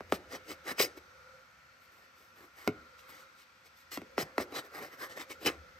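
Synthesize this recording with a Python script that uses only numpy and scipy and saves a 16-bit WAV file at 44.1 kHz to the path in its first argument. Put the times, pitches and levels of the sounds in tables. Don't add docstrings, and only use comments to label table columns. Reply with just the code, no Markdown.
import sys
import numpy as np
from scipy import signal
from scipy.fft import rfft, irfft
from scipy.io import wavfile
from scipy.ndimage import uniform_filter1d

SR = 44100
rng = np.random.default_rng(int(sys.argv[2]) if len(sys.argv) > 2 else 0)


def generate_wav(sig):
    pcm = np.round(np.clip(np.atleast_2d(sig).T, -1, 1) * 32767).astype(np.int16)
    wavfile.write(sys.argv[1], SR, pcm)


N = 255545


def gain_of(db):
    return 10 ** (np.asarray(db) / 20)


def evened(x):
    return x / np.sqrt(np.mean(x ** 2) + 1e-20)


def read(points, hz, column=1):
    table = np.transpose(points)
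    return np.interp(np.log(hz + 1), np.log(table[0] + 1), table[column])


def coloured(x, points):
    hz = np.fft.rfftfreq(x.shape[-1], 1 / SR)
    return evened(irfft(rfft(x) * gain_of(read(points, hz)), x.shape[-1]))


def resonate(x, hz, width_hz):
    pole = np.exp((2j * np.pi * hz - np.pi * width_hz) / SR)
    return 2 * signal.lfilter([1 - abs(pole)], [1, -pole], x + 0j).real


def patchy(x, depth_db, bins, frames):
    z = signal.stft(x, nperseg=512, noverlap=384)[2]
    field = rng.standard_normal(z.shape[1:])
    field = uniform_filter1d(field, size=bins, axis=0)
    field = uniform_filter1d(field, size=frames, axis=1)
    field = gain_of(depth_db * evened(field))
    return signal.istft(z * evened(field), nperseg=512, noverlap=384)[1][:, :N]


# (frequency [Hz], lead of left [rad])
PORT_LEAD = [(60, 0), (600, .3), (1290, .5), (1900, 2.4), (2300, .3), (3900, .8), (5340, .9), (6100, .4),
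             (6600, -1.2), (8100, -1.4), (9000, -2.2), (9500, -np.pi), (11000, -np.pi), (13700, -2 * np.pi)]
# (frequency [Hz], left minus right [dB])
PORT_TILT = [(60, .1), (380, .1), (700, -1.1), (1290, -1.1), (2380, 1.5), (4400, 4.), (8120, 1.1),
             (9500, 0)]
# (frequency [Hz], unlike share near the knife [0-1], in the room [0-1])
PORT_UNLIKE = [(60, .1, .2), (400, .08, .5), (1300, .4, .8), (2500, .3, .8), (6000, .35, .7),
               (9000, .2, .4), (12300, .2, .3), (13800, .02, .02)]


def ports(x, other, unlike_column):
    hz = np.fft.rfftfreq(N, 1 / SR)
    unlike = np.clip(read(PORT_UNLIKE, hz, column=unlike_column), 0, 1)
    same = np.sqrt(1 - unlike ** 2 / 2) * rfft(x)
    odd = unlike / np.sqrt(2) * rfft(other)
    skew = gain_of(read(PORT_TILT, hz) / 2) * np.exp(.5j * read(PORT_LEAD, hz))
    return irfft([(same + odd) * skew, (same - odd) / skew], N)


# (frequency [Hz], density [dB per Hz])
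AIR_SPECTRUM = [(30, -42), (60, -5), (250, -10.5), (450, -15), (900, -8.5), (1300, -5.5), (1900, -4),
                (2600, -9), (2900, -13.5), (4500, -15), (6200, -17.5), (6800, -22), (10000, -27),
                (13500, -26.5), (16000, -44)]
# (time [s], low rumble [dB], hum near 520 Hz [dB], whirr near 1380 Hz [dB])
HUM_LEVELS = [(0, -58, -66.5, -67), (.4, -67.5, -64.5, -61.5), (.84, -72, -64, -60), (1.0, -68, -64, -61.5),
              (1.38, -75, -64, -60.5), (1.48, -89, -77.5, -65.5), (2.05, -88, -75.5, -66),
              (2.6, -74, -78, -66), (2.78, -59, -69, -56.5), (2.9, -79, -65, -62.5), (3.241, -78, -69, -60),
              (3.45, -85, -79.5, -68.5), (3.92, -73, -73.5, -67), (4.11, -75, -62, -67),
              (4.42, -69, -65, -59), (4.8, -81, -68.5, -60.5), (5.3, -74, -62.5, -62.5),
              (5.55, -57.5, -65, -60), (5.79, -67, -65.5, -61.5)]


def room():
    time_s, *columns = np.transpose(HUM_LEVELS)
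    low_db, hum_db, whirr_db = (np.interp(np.arange(N) / SR, time_s, db) for db in columns)
    air_db = -62.5 + 0.15 * (hum_db + 76.5)
    noise = rng.standard_normal((4, 2, N))
    uneven = patchy(noise[0], 1.5, bins=2, frames=200)
    air = coloured(uneven, AIR_SPECTRUM)
    low = resonate(resonate(noise[1], 73.5, 38), 73.5, 38) + gain_of(-10.5) * resonate(noise[1], 140, 40)
    hum = resonate(resonate(noise[2], 521.6, 55), 521.6, 55)
    whirr = resonate(resonate(noise[3], 1375, 190), 1375, 190)
    sound = gain_of(air_db) * air + gain_of(low_db) * evened(low)
    sound += gain_of(hum_db) * evened(hum) + gain_of(whirr_db) * evened(whirr)
    return ports(*sound, unlike_column=2)


# (frequency [Hz], gain [dB])
CLICK_SPECTRUM = [(300, -44), (1000, 19), (2200, 11), (3000, 3), (4000, 6.5), (5000, 5.5), (8000, -2),
                  (12500, 0), (16000, -19)]
# (frequency [Hz], level [dB], t60 [s])
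TRAY_MODES = [(117, -5, 0.1), (217, -16, 0.086), (269, -4.5, 0.072), (337, 7.5, 0.037),
              (458.5, -13.5, 0.11), (805, -17.5, 0.047), (1130, -10, 0.012), (1584, -10, 0.029),
              (1830, -15, 0.002), (2310, -13, 0.03), (2390, -8, 0.02), (3240, -20, 0.031),
              (3970, -21, 0.022)]


def knock(sweep_hz, under_hz, t60_s, click_db, ring_db, pitch):
    t = np.arange(SR // 5) / SR
    cycles = 2 * sweep_hz * np.sqrt(t / 1000) + under_hz * t
    crest = np.argmax(cycles >= 1)
    since_crest_s = t - t[crest]
    onset = np.minimum(t / t[crest], 1) ** 2
    sweep = np.cos(2 * np.pi * cycles) * onset * gain_of(-60 * (t / t60_s) ** 0.94)
    burst = rng.standard_normal((2, len(t))) * gain_of(-1.5 - 60 * t / 0.015)
    burst[0, crest] += 2.5
    click = coloured(burst, CLICK_SPECTRUM) * (t < .1)
    ring = 0
    for hz, db, decay_s in TRAY_MODES:
        part_db = ring_db if hz < 700 else click_db
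        swell = 1 - np.exp(-t * hz ** 2 / 1100)
        wave = np.cos(2 * np.pi * hz * pitch * since_crest_s)
        ring = ring + gain_of(db + part_db - 60 * t / decay_s) * swell * wave
    thud = sweep + ring
    return t[crest], np.array([thud, np.roll(thud, 9)]) + gain_of(click_db) * click / abs(click[0]).max()


# (time of crest [s], level [dB], sweep at 1 ms [Hz], pitch under the sweep [Hz],
# sweep t60 [s], click re level [dB], ring re level [dB], tray pitch factor [1])
TIP_KNOCKS = [(.0074, -29.5, 675, 11, 0.023, -10, -17, 0.66), (0.1235, -15, 744, 14, 0.044, -6, -8.5, 0.75),
              (0.334, -39.5, 302, 160, 0.076, -17, -11, 1.1), (.670, -47, 500, 180, .02, -4.5, -2, 1.),
              (0.717, -35.5, 303, 230, 0.034, 1, -1, 0.74), (0.784, -33, 490, 170, .02, -4, -16, 0.94),
              (0.8034, -14.5, 290, 292, 0.035, -9, -29, 1.43), (0.976, -43, 250, 270, 0.062, -28, -2, 1.1),
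              (2.6765, -17, 644, 17.6, 0.054, -1, 4.5, 0.92), (2.9926, -63, 666, 18, 0.02, 14, -14, 1.2),
              (3.093, -63.5, 710, 18, 0.018, 16, 12, 0.75), (3.9744, -31.5, 677, 25, 0.063, 1, 2, 0.84),
              (4.0179, -40, 664, 44, 0.072, -5, 3.5, 0.93), (4.1807, -19.5, 662, 28, 0.053, -4, -16, 0.85),
              (4.2286, -36.5, 685, 18, 0.016, -16, 3, 0.43),
              (4.3814, -17.5, 705, 15, 0.037, -4, -16.5, 0.83),
              (4.4022, -24, 300, 400, 0.025, -10, -3, 0.74), (4.5243, -35, 300, 170, 0.042, -11, -23, 1.2),
              (4.660, -62, 680, 20, .02, 4, -12, 0.9), (5.1753, -33, 404, 300, 0.019, -7, -37, 0.7),
              (5.4618, -31, 510, 170, 0.019, -18, 2, 0.95)]


def knocks():
    tray = np.zeros((2, N + SR))
    for crest_s, db, *feel in TIP_KNOCKS:
        rise_s, sound = knock(*feel)
        at = round((crest_s - rise_s) * SR)
        tray[:, at:at + sound.shape[1]] += gain_of(db) * sound
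    t = np.arange(SR // 4) / SR
    tail = signal.lfilter([1], [1, -.8], rng.standard_normal((2, len(t))))
    tail *= gain_of(-60 * t / 0.5) * (t > .008)
    wet = signal.oaconvolve(tray[:1], tail / np.linalg.norm(tail[0]), axes=1)
    buzz = resonate(rng.standard_normal((2, len(t))), 2000, 2100)
    buzz *= gain_of(-60 * t / .12) * (t > .003)
    rattle = signal.oaconvolve(tray[:1], buzz / np.linalg.norm(buzz[0]), axes=1)
    mix = tray[:, :N] + gain_of(-27.5) * wet[:, :N] + gain_of(-15.5) * rattle[:, :N]
    return ports(*mix, unlike_column=1)


def arch(t, full_s, rise_s, hold_s, fall_s):
    edge_db, rise_bend, fall_bend = -25.5, 1.12, 1.28
    early = np.maximum(full_s - t, 0) / max(rise_s, .003)
    late = np.maximum(t - full_s - hold_s, 0) / max(fall_s, .003)
    return gain_of(2 * edge_db * (early ** rise_bend + late ** fall_bend))


def linger(power, echo_db, t60_s):
    keep = gain_of(-120 / (1000 * t60_s))
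    echo = signal.lfilter([gain_of(2 * echo_db) * (1 - keep)], [1, -keep], power)
    return np.interp(np.arange(N) / SR, np.arange(len(power)) / 1000, np.sqrt(power + echo))


# (frequency [Hz], width [Hz], level before the lift [dB])
BLADE_MODES = [(2026, 47, -1.5), (2204, 21, 0.5), (2440, 260, 2), (3019, 38, 1.5), (3970, 86, -15.5),
               (3923, 35, -8), (3970, 22, -2.5), (4930, 90, 3.5), (5150, 190, -37), (5383, 43, 3.5),
               (5860, 40, 1.5), (5920, 23, -6.5), (6540, 43, -5), (8870, 190, 3), (14000, 73, -6.5)]
# (time at full speed [s], level [dB], rise [s], hold [s], fall [s],
# tray body re level [dB], tray thrum re level [dB], fine hiss re level [dB], blade share of power [0-1],
# mode left free by the grip of the flesh [Hz], second free mode [Hz], lift of both [dB])
SAW_STROKES = [(0.126, -49, 0.016, 0.026, 0.035, -1, -10, -6.5, 0.2, 4800, 4800, 15),
               (0.328, -52, 0.043, 0.033, .025, 5, 6, -9.5, 0.2, 2930, 6150, 3),
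               (0.502, -49, 0.054, 0.02, 0.033, 1, -0.5, -10.5, 0.46, 2220, 2980, 9),
               (0.681, -47.5, 0.043, 0.039, 0.019, 5.5, 4.5, -10, .4, 3600, 5700, -5),
               (0.799, -29.5, 0.023, 0.0047, 0.024, -3.5, -11, -12, 0.7, 6200, 2372, 21),
               (0.813, -30.5, 0.0065, .014, .02, -9, -13.5, -3.5, 0.53, 2080, 6200, 8),
               (.834, -35.5, 0.0143, 0.011, 0.034, -19, -6, -17, 1, 2110, 5110, 17.5),
               (0.974, -57, 0.016, 0.0045, 0.024, 3, 1, -5.5, .6, 2190, 2243, 20),
               (3.919, -47, 0.013, .03, 0.052, -3.5, -11, -5, 0.27, 2035, 6100, 22),
               (4.186, -43, 0.015, 0.042, 0.015, 3.5, 0.5, -8.5, 0.4, 5400, 5340, 10),
               (4.406, -48.5, 0.042, 0.017, 0.026, 5, 7, -7, 0.54, 3860, 4800, 13),
               (4.554, -45.5, 0.033, 0.038, 0.028, 3.5, 3.5, -9, 0.3, 4020, 5240, 26),
               (4.65, -64, 0.033, 0.016, 0.024, 7, 7.5, -3, 0.2, 3950, 4900, 10),
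               (4.753, -58, 0.053, 0.037, 0.052, 11, 10, -2.5, 0.2, 4780, 4860, 11),
               (4.823, -55.5, 0.029, 0.013, 0.087, 9.5, 7.5, -5, 0.45, 3030, 3030, 5),
               (4.93, -64, 0.047, .016, 0.03, 10, 5, -3, 0.5, 3050, 3050, 14),
               (5.021, -52, 0.047, 0.024, 0.048, 9, 2.5, -5.5, .3, 4800, 4800, 12),
               (5.101, -56.5, 0.028, 0.023, 0.058, 4, 0.5, -11, 0.07, 3030, 2120, 17),
               (5.172, -56, 0.032, 0.013, 0.022, 6.5, 5.5, -9, 0.3, 3050, 2110, 12),
               (5.2, -49.5, 0.023, 0.022, .03, 4.5, -1, -12, 0.5, 3030, 2150, 14),
               (5.306, -46, 0.024, 0.011, 0.039, -2.5, -2.5, -12, 0.7, 2200, 3077, 26),
               (5.425, -56, .04, .02, .02, 2, 5, -6, .3, 3040, 2394, 11),
               (5.451, -45.5, 0.014, .006, .01, 1, 2.5, -8, 0.3, 3040, 2394, 9),
               (5.461, -29, 0.0036, 0.015, 0.013, -6.5, -7, -18, 0.97, 5420, 2414, 9.5),
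               (5.484, -38.5, 0.0094, 0.0041, 0.023, 4, 4.5, -26, 0.7, 3020, 2400, 12),
               (5.505, -57.5, .015, 0.0075, 0.067, 5, 4.5, -24, 0.17, 3070, 2450, 8)]


def blade_singing(tearing):
    strokes_t = np.transpose(SAW_STROKES)
    begun_s = strokes_t[0] - strokes_t[2]
    order = np.maximum.accumulate(begun_s)
    current = np.searchsorted(order, np.arange(N) / SR, "right").clip(1) - 1
    free_hz, lift_db = strokes_t[-3:-1], strokes_t[-1]
    ringing, power = 0, 0
    for hz, width_hz, db in BLADE_MODES:
        nearness = np.exp(-(np.log(hz / free_hz) / .03) ** 2).max(0)
        gain = gain_of(db + lift_db * nearness)[current]
        ringing = ringing + gain * evened(resonate(tearing, hz, width_hz))
        power = power + gain ** 2
    return ringing / np.sqrt(power)


# (time at full speed [s], level [dB],
# rise [s], hold [s], fall [s], tray body re level [dB], tray thrum re level [dB], fine hiss re level [dB])
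FAINT_SLIDES = [(0.101, -65, .015, 0.0032, 0.012, 6, 2, -4), (1.82, -73.5, .04, 0.034, 0.057, -8, -8, -1),
                (1.92, -75.5, 0.049, 0.067, 0.081, 6, 3, 0.5), (2.025, -75, 0.034, 0.025, 0.063, 5, 2, -6),
                (2.176, -71.5, 0.046, 0.056, 0.12, -10, -0.5, -1),
                (2.372, -70, 0.042, 0.075, 0.065, 8, 8, 0),
                (2.581, -62, 0.06, 0.11, 0.024, 4.5, -3.5, -6.5),
                (2.99, -62.5, .02, .006, 0.046, -8, -15, -6), (3.027, -73, 0.045, 0.05, 0.052, 8.5, -3, -4),
                (3.096, -59, 0.029, .006, 0.035, 0, -15, 2),
                (3.123, -62.5, 0.024, 0.089, 0.074, 3.5, -3.5, -10),
                (3.39, -63.5, .06, 0.033, 0.039, -6, -27, -10),
                (3.662, -63.5, 0.037, .01, 0.026, -4, -6.5, -7),
                (3.773, -67.5, 0.036, 0.042, 0.047, -9, -32, -5),
                (4.521, -68.5, 0.036, 0.022, .03, 16, 16, 1), (4.994, -62.5, 0.039, 0.012, .03, 3, 5, -2)]
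# (frequency [Hz], gain [dB])
RASP_SPECTRUM = [(1500, -69), (2500, -3), (3400, -1.5), (4400, -1), (5300, -2.5), (6600, -7), (9000, -5.5),
                 (10500, -14), (12500, -8), (14900, -20), (16000, -32)]
# (frequency [Hz], gain [dB])
BODY_SPECTRUM = [(500, -127), (800, -21.5), (1150, -11), (1540, -15.5), (1900, -6), (2500, -27.5),
                 (3300, -58.5), (5000, -56)]
# (frequency [Hz], gain [dB])
THRUM_SPECTRUM = [(60, -20), (120, -4.5), (200, -5), (300, 7), (500, 6.5), (800, 0.5), (1100, -53),
                  (2000, -86)]


def strokes():
    rows = [row[:9] for row in SAW_STROKES] + [(*row, .15) for row in FAINT_SLIDES]
    full_s, level_db, rise_s, hold_s, fall_s, body_db, thrum_db, hiss_db, sing = np.transpose(rows)
    clock_s = np.arange(0, N / SR, 1 / 1000)
    arches = np.array([arch(clock_s, *row) for row in zip(full_s, rise_s, hold_s, fall_s)])
    power = arches.T * gain_of(2 * level_db)
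    sing = np.clip(sing, 0, 1)
    rasp_gain = linger(power @ (1 - sing), -17.5, 0.35)
    ring_gain = linger(power @ sing, -21, .12)
    hiss_gain = linger(power @ gain_of(2 * hiss_db), -8, .08)
    body_gain = linger(power @ gain_of(2 * body_db), -11.5, 0.34)
    thrum_gain = linger(power @ gain_of(2 * thrum_db), -11.5, 0.34)

    slow = evened(uniform_filter1d(rng.standard_normal(N), size=50))
    grit = gain_of(1.6 * slow.clip(-2.5, 2.5))
    tearing = patchy(grit * rng.standard_normal((2, N)), 2.4, bins=3, frames=30)
    fine = coloured(tearing, RASP_SPECTRUM)
    top = signal.sosfiltfilt(signal.butter(3, 10500, "high", fs=SR, output="sos"), fine)

    knife = rasp_gain * evened(fine - top) + ring_gain * blade_singing(tearing) + hiss_gain * evened(top)
    tray = body_gain * coloured(tearing, BODY_SPECTRUM) + thrum_gain * coloured(tearing, THRUM_SPECTRUM)
    return ports(*(knife + tray), unlike_column=1)


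def scene():
    return room() + knocks() + strokes()


def record(dry):
    thin = signal.sosfilt(signal.butter(3, 48., "high", fs=SR, output="sos"), dry)
    low_pass = signal.firwin(511, 15850, window=("kaiser", 9), fs=SR)
    return signal.oaconvolve(thin, low_pass[None], "same")


dry = scene()
out = record(dry)
generate_wav(out)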